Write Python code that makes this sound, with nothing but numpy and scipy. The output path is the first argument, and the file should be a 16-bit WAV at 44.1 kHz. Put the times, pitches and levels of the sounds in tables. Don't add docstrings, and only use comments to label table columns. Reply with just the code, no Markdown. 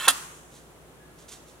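import sys
import numpy as np
from scipy import signal
from scipy.fft import rfft, irfft
from scipy.io import wavfile
from scipy.ndimage import uniform_filter1d, minimum_filter1d

SR = 44100
rng = np.random.default_rng(int(sys.argv[2]) if len(sys.argv) > 2 else 0)


def output_pcm(signal):
    pcm = np.clip(np.atleast_2d(signal).T, -1, 1) * 32767
    wavfile.write(sys.argv[1], SR, np.round(pcm).astype(np.int16))


N = 70560

# frequency in Hz, struck level in dB, slid level in dB, undamped t60 in s.
BLADE_MODES = [(271.6, -29.5, -30.5, .35), (731, -2.5, -22, 0.044), (1087, -7.5, -2, 0.068),
               (1286.4, -8, -3, .17), (1421, -2, -2.5, 0.042), (1795, -5.5, -3.5, 0.098),
               (2170, -2.5, -1, 0.027), (2660, -16, -12, 0.12), (2707, -9.5, -4, 0.088),
               (3133, -2.5, -3, .08), (3390, -0.5, -13, 0.081), (3482, -16, -15.5, .09),
               (4020, -1.5, -11, .05), (4035, -6.5, -14, 0.097), (4904, -8.5, -22, 0.074),
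               (5866, -20.5, -11, 0.036), (7050, -7.5, -3, 0.068), (7750, -14.5, -7, .04),
               (8460, -41, -7.5, 0.091), (8807, 3.5, -5.5, .05), (9100, 1.5, -20, .06),
               (10210, -2, -6.5, .06), (10820, -5, -17, 0.1)]
# time in s, level in dB.
SLIDE_PRESSURE = [(0, 0.5), (.03, 1), (.04, 1.5), (.053, 4), (.066, 3), (0.077, -8.5)]
# frequency in Hz, relative level in dB.
GRIT_COLOUR = [(100, -31.5), (500, -6), (1300, 16), (2200, 2.5), (3300, 12), (4800, -3), (7500, -7),
               (10000, 4), (15000, -6)]
# time in s, level in dB, contact time in ms.
CONTACTS = [(.0740, -5.5, 0.8), (0.0765, -1, 0.52), (.0803, 5, 0.32), (0.0814, 0, 0.0293),
            (.0840, 5, 0.025), (0.0847, -5, .03)]
# frequency in Hz, level in dB.
CRACK_COLOUR = [(80, -18), (300, -13.5), (700, -3.5), (1300, 8), (1900, -2.5), (2350, -12.5), (3400, 6),
                (5000, -7), (7000, -1.5), (9500, 4), (12500, -3), (16000, -19.5)]
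# frequency in Hz, level in dB.
SLAB_COLOUR = [(100, -19), (300, -5), (750, 3.5), (1200, 7), (2200, -2), (3400, 0.5), (5000, -4.5),
               (6500, -0.5), (10000, 0), (15500, -15)]
# time in s, level in dB, attack in s, release t60 in s.
PATS = [(0.366, -59.5, 0.031, 0.24), (.57, -54, 0.057, 0.31), (1.188, -55, 0.0043, 0.16),
        (1.225, -56.5, 0.045, 0.21), (1.292, -46.5, 0.0087, 0.24), (1.325, -43.5, .014, 0.21),
        (1.49, -55.5, 0.019, 0.27)]
# frequency in Hz, relative level in dB.
FLOUR_COLOUR = [(300, -21), (1200, -6), (2300, -7), (3700, 0.5), (4800, -3.5), (6200, 1), (8000, -1),
                (11000, -5), (15500, -22)]
# frequency in Hz, level in dB.
NEAR_COLOUR = [(200, -9.5), (1200, -2), (4000, 1), (12000, -3)]
# centre in Hz, t60 in s, relative level in dB.
ROOM_BANDS = [(150, .5, -22), (500.4, 0.63, -6), (1200, 0.81, 4), (2986, 0.78, 2.5), (4730, 0.58, 5),
              (6390, 0.97, 1.5), (10000, 0.85, 0), (15130, 0.63, 3.5)]
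# frequency in Hz, relative density in dB per Hz.
AIR_COLOUR = [(25, -22), (52, -5.5), (80, -9), (115, -3.5), (150, -3.5), (205, -6.5), (270, -4.5),
              (450, -3.5), (650, -9), (1400, -14.5), (1750, -19), (2500, -22), (3500, -24), (5000, -30),
              (7000, -26), (10500, -26), (15500, -34.5)]
# frequency in Hz, gain of the side noise in dB.
AIR_SIDE = [(60, -7), (500, -7), (2000, 1.5), (8000, 1)]
# frequency in Hz, rms level in dB.
HUM_TONES = [(59, -62.5), (146, -66.5), (163, -65.5), (359, -65.5)]

SLIDE_SLIPS_PER_S, SLIDE_RING_DB, SLIDE_GRIT_DB = 5000, -35, -41
SLIDE_RELEASE_S = 0.00403
RING_DB, CRACK_DB, CRACK_FADE_S = -22, 18.5, 0.015
CHATTER_START_S, CHATTER_END_S, CHATTER_HITS_PER_S = 0.09, 0.1232, 1500
CHATTER_START_DB, CHATTER_FALL_DB_PER_S = -33.5, 303.5
DAMPED_T60_S = 0.13
RADIATION_HZ = 280
SPREAD_HZ = 8300
SLAB_S, SLAB_DB = 0.081, 4
FLOUR_GRAINS_PER_S, HAND_PAN_DB, HAND_ROOM_DB = 9000, -4.5, -10.5
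TINK_S, TINK_HZ, TINK_DB, TINK_T60_S = 1, 1680, -58, 0.8
STEEL_PAN_DB, LEAD_MS = -3.5, 0.022
NEAR_DB, NEAR_FADE_S = -7.5, 0.058
STEEL_ROOM_DB, ROOM_RISE_S = -31.5, 0.047
AIR_DB, HUM_WAVER_DB = -53.5, 0.5
CEILING, LIMITER_S, TOP_HZ = 1.05, 0.00092, 15800


def undb(db):
    return 10 ** (np.asarray(db) / 20)


def unit(x):
    return x / np.sqrt(np.mean(x ** 2))


def fade(t60_s):
    return np.exp(-np.log(1000) * np.arange(N) / SR / t60_s)


def conv(x, response):
    return irfft(rfft(x, 2 * N) * rfft(response, 2 * N))[..., :N]


def on_log(hz, points):
    p = np.array(points)
    return np.interp(np.log(np.maximum(hz, 1)), np.log(p[:, 0]), p[:, 1])


def colour(x, points):
    gain_db = on_log(np.fft.rfftfreq(N, 1 / SR), points)
    return irfft(rfft(x) * undb(gain_db), N)


def grains(rate_per_s):
    return unit((rng.random(N) < rate_per_s / SR) * rng.standard_normal(N))


def walk(rate_hz):
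    k = int(SR / rate_hz)
    held = rng.standard_normal(N)[np.arange(N) // k]
    return uniform_filter1d(held, k)


def burst(fade_s, points):
    spectrum = rfft(rng.standard_normal(N) * fade(fade_s))
    flat = irfft(spectrum / np.abs(spectrum), N)
    return colour(flat, points) * np.sqrt(fade(fade_s))


def place(x, pan_db):
    delay_s = np.array([[0], [LEAD_MS / 1000]])
    late = np.exp(-2j * np.pi * np.fft.rfftfreq(N, 1 / SR) * delay_s)
    gain_db = np.array([[pan_db], [-pan_db]]) / 2
    return irfft(rfft(x) * late, N) * undb(gain_db)


def blade(slid):
    t, ring = np.arange(N) / SR, 0
    for hz, hit_db, slid_db, t60_s in BLADE_MODES:
        phase = rng.choice([-1, 1]) * hz / SPREAD_HZ * np.array([[1], [-1]]) / 2
        level = undb(slid_db if slid else hit_db)
        ring = ring + level * np.cos(2 * np.pi * hz * t + phase) * fade(t60_s)
    return ring


def slide():
    t = np.arange(N) / SR
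    times_s, db = np.array(SLIDE_PRESSURE).T
    release = np.clip((times_s[-1] - t) / SLIDE_RELEASE_S + 1, 0, 1)
    pressure = undb(np.interp(t, times_s, db)) * release
    slips = grains(SLIDE_SLIPS_PER_S)
    ring = unit(irfft(rfft(slips) * rfft(blade(True)), N))
    grit = unit(colour(slips, GRIT_COLOUR))
    return pressure * (undb(SLIDE_RING_DB) * ring + undb(SLIDE_GRIT_DB) * grit)


def appliance():
    t = np.arange(N) / SR
    mid, side = (unit(colour(rng.standard_normal(N), AIR_COLOUR)) for _ in range(2))
    air = undb(AIR_DB) * (mid + colour(side, AIR_SIDE) * np.array([[1], [-1]]))
    hum = 0
    for hz, db in HUM_TONES:
        level = np.sqrt(2) * undb(db + HUM_WAVER_DB * walk(5))
        hum = hum + level * np.sin(2 * np.pi * hz * t + 0.6 * walk(4.3))
    return air + hum


def clack():
    t, hz = np.arange(N) / SR, np.fft.rfftfreq(N, 1 / SR)
    force = 0
    for at_s, db, contact_ms in CONTACTS:
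        softness = 1 + (hz * contact_ms / 1000) ** 4
        force = force + irfft(undb(db) * np.exp(-2j * np.pi * hz * at_s) / softness, N)
    settling = (t > CHATTER_START_S) * np.clip((CHATTER_END_S - t) / 0.012, 0, 1)
    chatter_db = CHATTER_START_DB - CHATTER_FALL_DB_PER_S * np.maximum(t - CHATTER_START_S, 0)
    force = force + grains(CHATTER_HITS_PER_S) * settling * undb(chatter_db)
    damping = np.exp(-np.log(1000) * np.maximum(t - CHATTER_END_S, 0) / DAMPED_T60_S)
    response = undb(RING_DB) * blade(False) + undb(CRACK_DB) * burst(CRACK_FADE_S, CRACK_COLOUR)
    return damping * conv(force, response)


def slab():
    blow = (np.arange(N) == int(SLAB_S * SR)).astype(float)
    return undb(SLAB_DB) * colour(blow, SLAB_COLOUR)


def hands():
    t = np.arange(N) / SR
    power = 0
    for at_s, db, attack_s, t60_s in PATS:
        attack = (np.minimum(t - at_s, 0) / attack_s) ** 2
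        release = np.log(1000) * np.maximum(t - at_s, 0) / t60_s
        power = power + (undb(db) * np.exp(-attack - release)) ** 2
    return np.sqrt(power) * unit(colour(grains(FLOUR_GRAINS_PER_S), FLOUR_COLOUR))


def tink():
    t = np.arange(N) / SR - TINK_S
    tone = np.sin(2 * np.pi * TINK_HZ * t + walk(25.7))
    decay = np.exp(-np.log(1000) * np.abs(t) / TINK_T60_S)
    return (t > 0) * undb(TINK_DB) * tone * decay


def worktop():
    return np.array([burst(NEAR_FADE_S, NEAR_COLOUR), burst(NEAR_FADE_S, NEAR_COLOUR)])


def kitchen():
    t, hz = np.arange(N) / SR, np.fft.rfftfreq(N, 1 / SR)
    noise, tail = rfft(rng.standard_normal((2, N))), 0
    for k, (_, t60_s, db) in enumerate(ROOM_BANDS):
        share = on_log(hz, [(row[0], float(j == k)) for j, row in enumerate(ROOM_BANDS)])
        tail = tail + irfft(noise * share, N) * fade(t60_s) * undb(db)
    return unit(tail * np.minimum(t / ROOM_RISE_S, 1)) / np.sqrt(N)


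def scene():
    room, close, dough = kitchen(), worktop(), hands()
    highpass = signal.butter(2, RADIATION_HZ, "highpass", fs=SR, output="sos")
    steel = signal.sosfilt(highpass, slide() + clack())
    direct = place(steel, STEEL_PAN_DB)
    scraper = direct + undb(NEAR_DB) * conv(direct, close)
    reverb = conv(undb(STEEL_ROOM_DB) * steel + slab() + undb(HAND_ROOM_DB) * dough, room)
    return scraper + place(dough, HAND_PAN_DB) + reverb + tink() + appliance()


def record(dry):
    size = int(LIMITER_S * SR) + 1
    gain = CEILING / np.maximum(np.abs(dry).max(axis=0), CEILING)
    held = dry * uniform_filter1d(minimum_filter1d(gain, size), size)
    lowpass = signal.ellip(10, 0.2, 80, TOP_HZ, fs=SR, output="sos")
    return signal.sosfilt(lowpass, held)


dry = scene()
out = record(dry)
output_pcm(out)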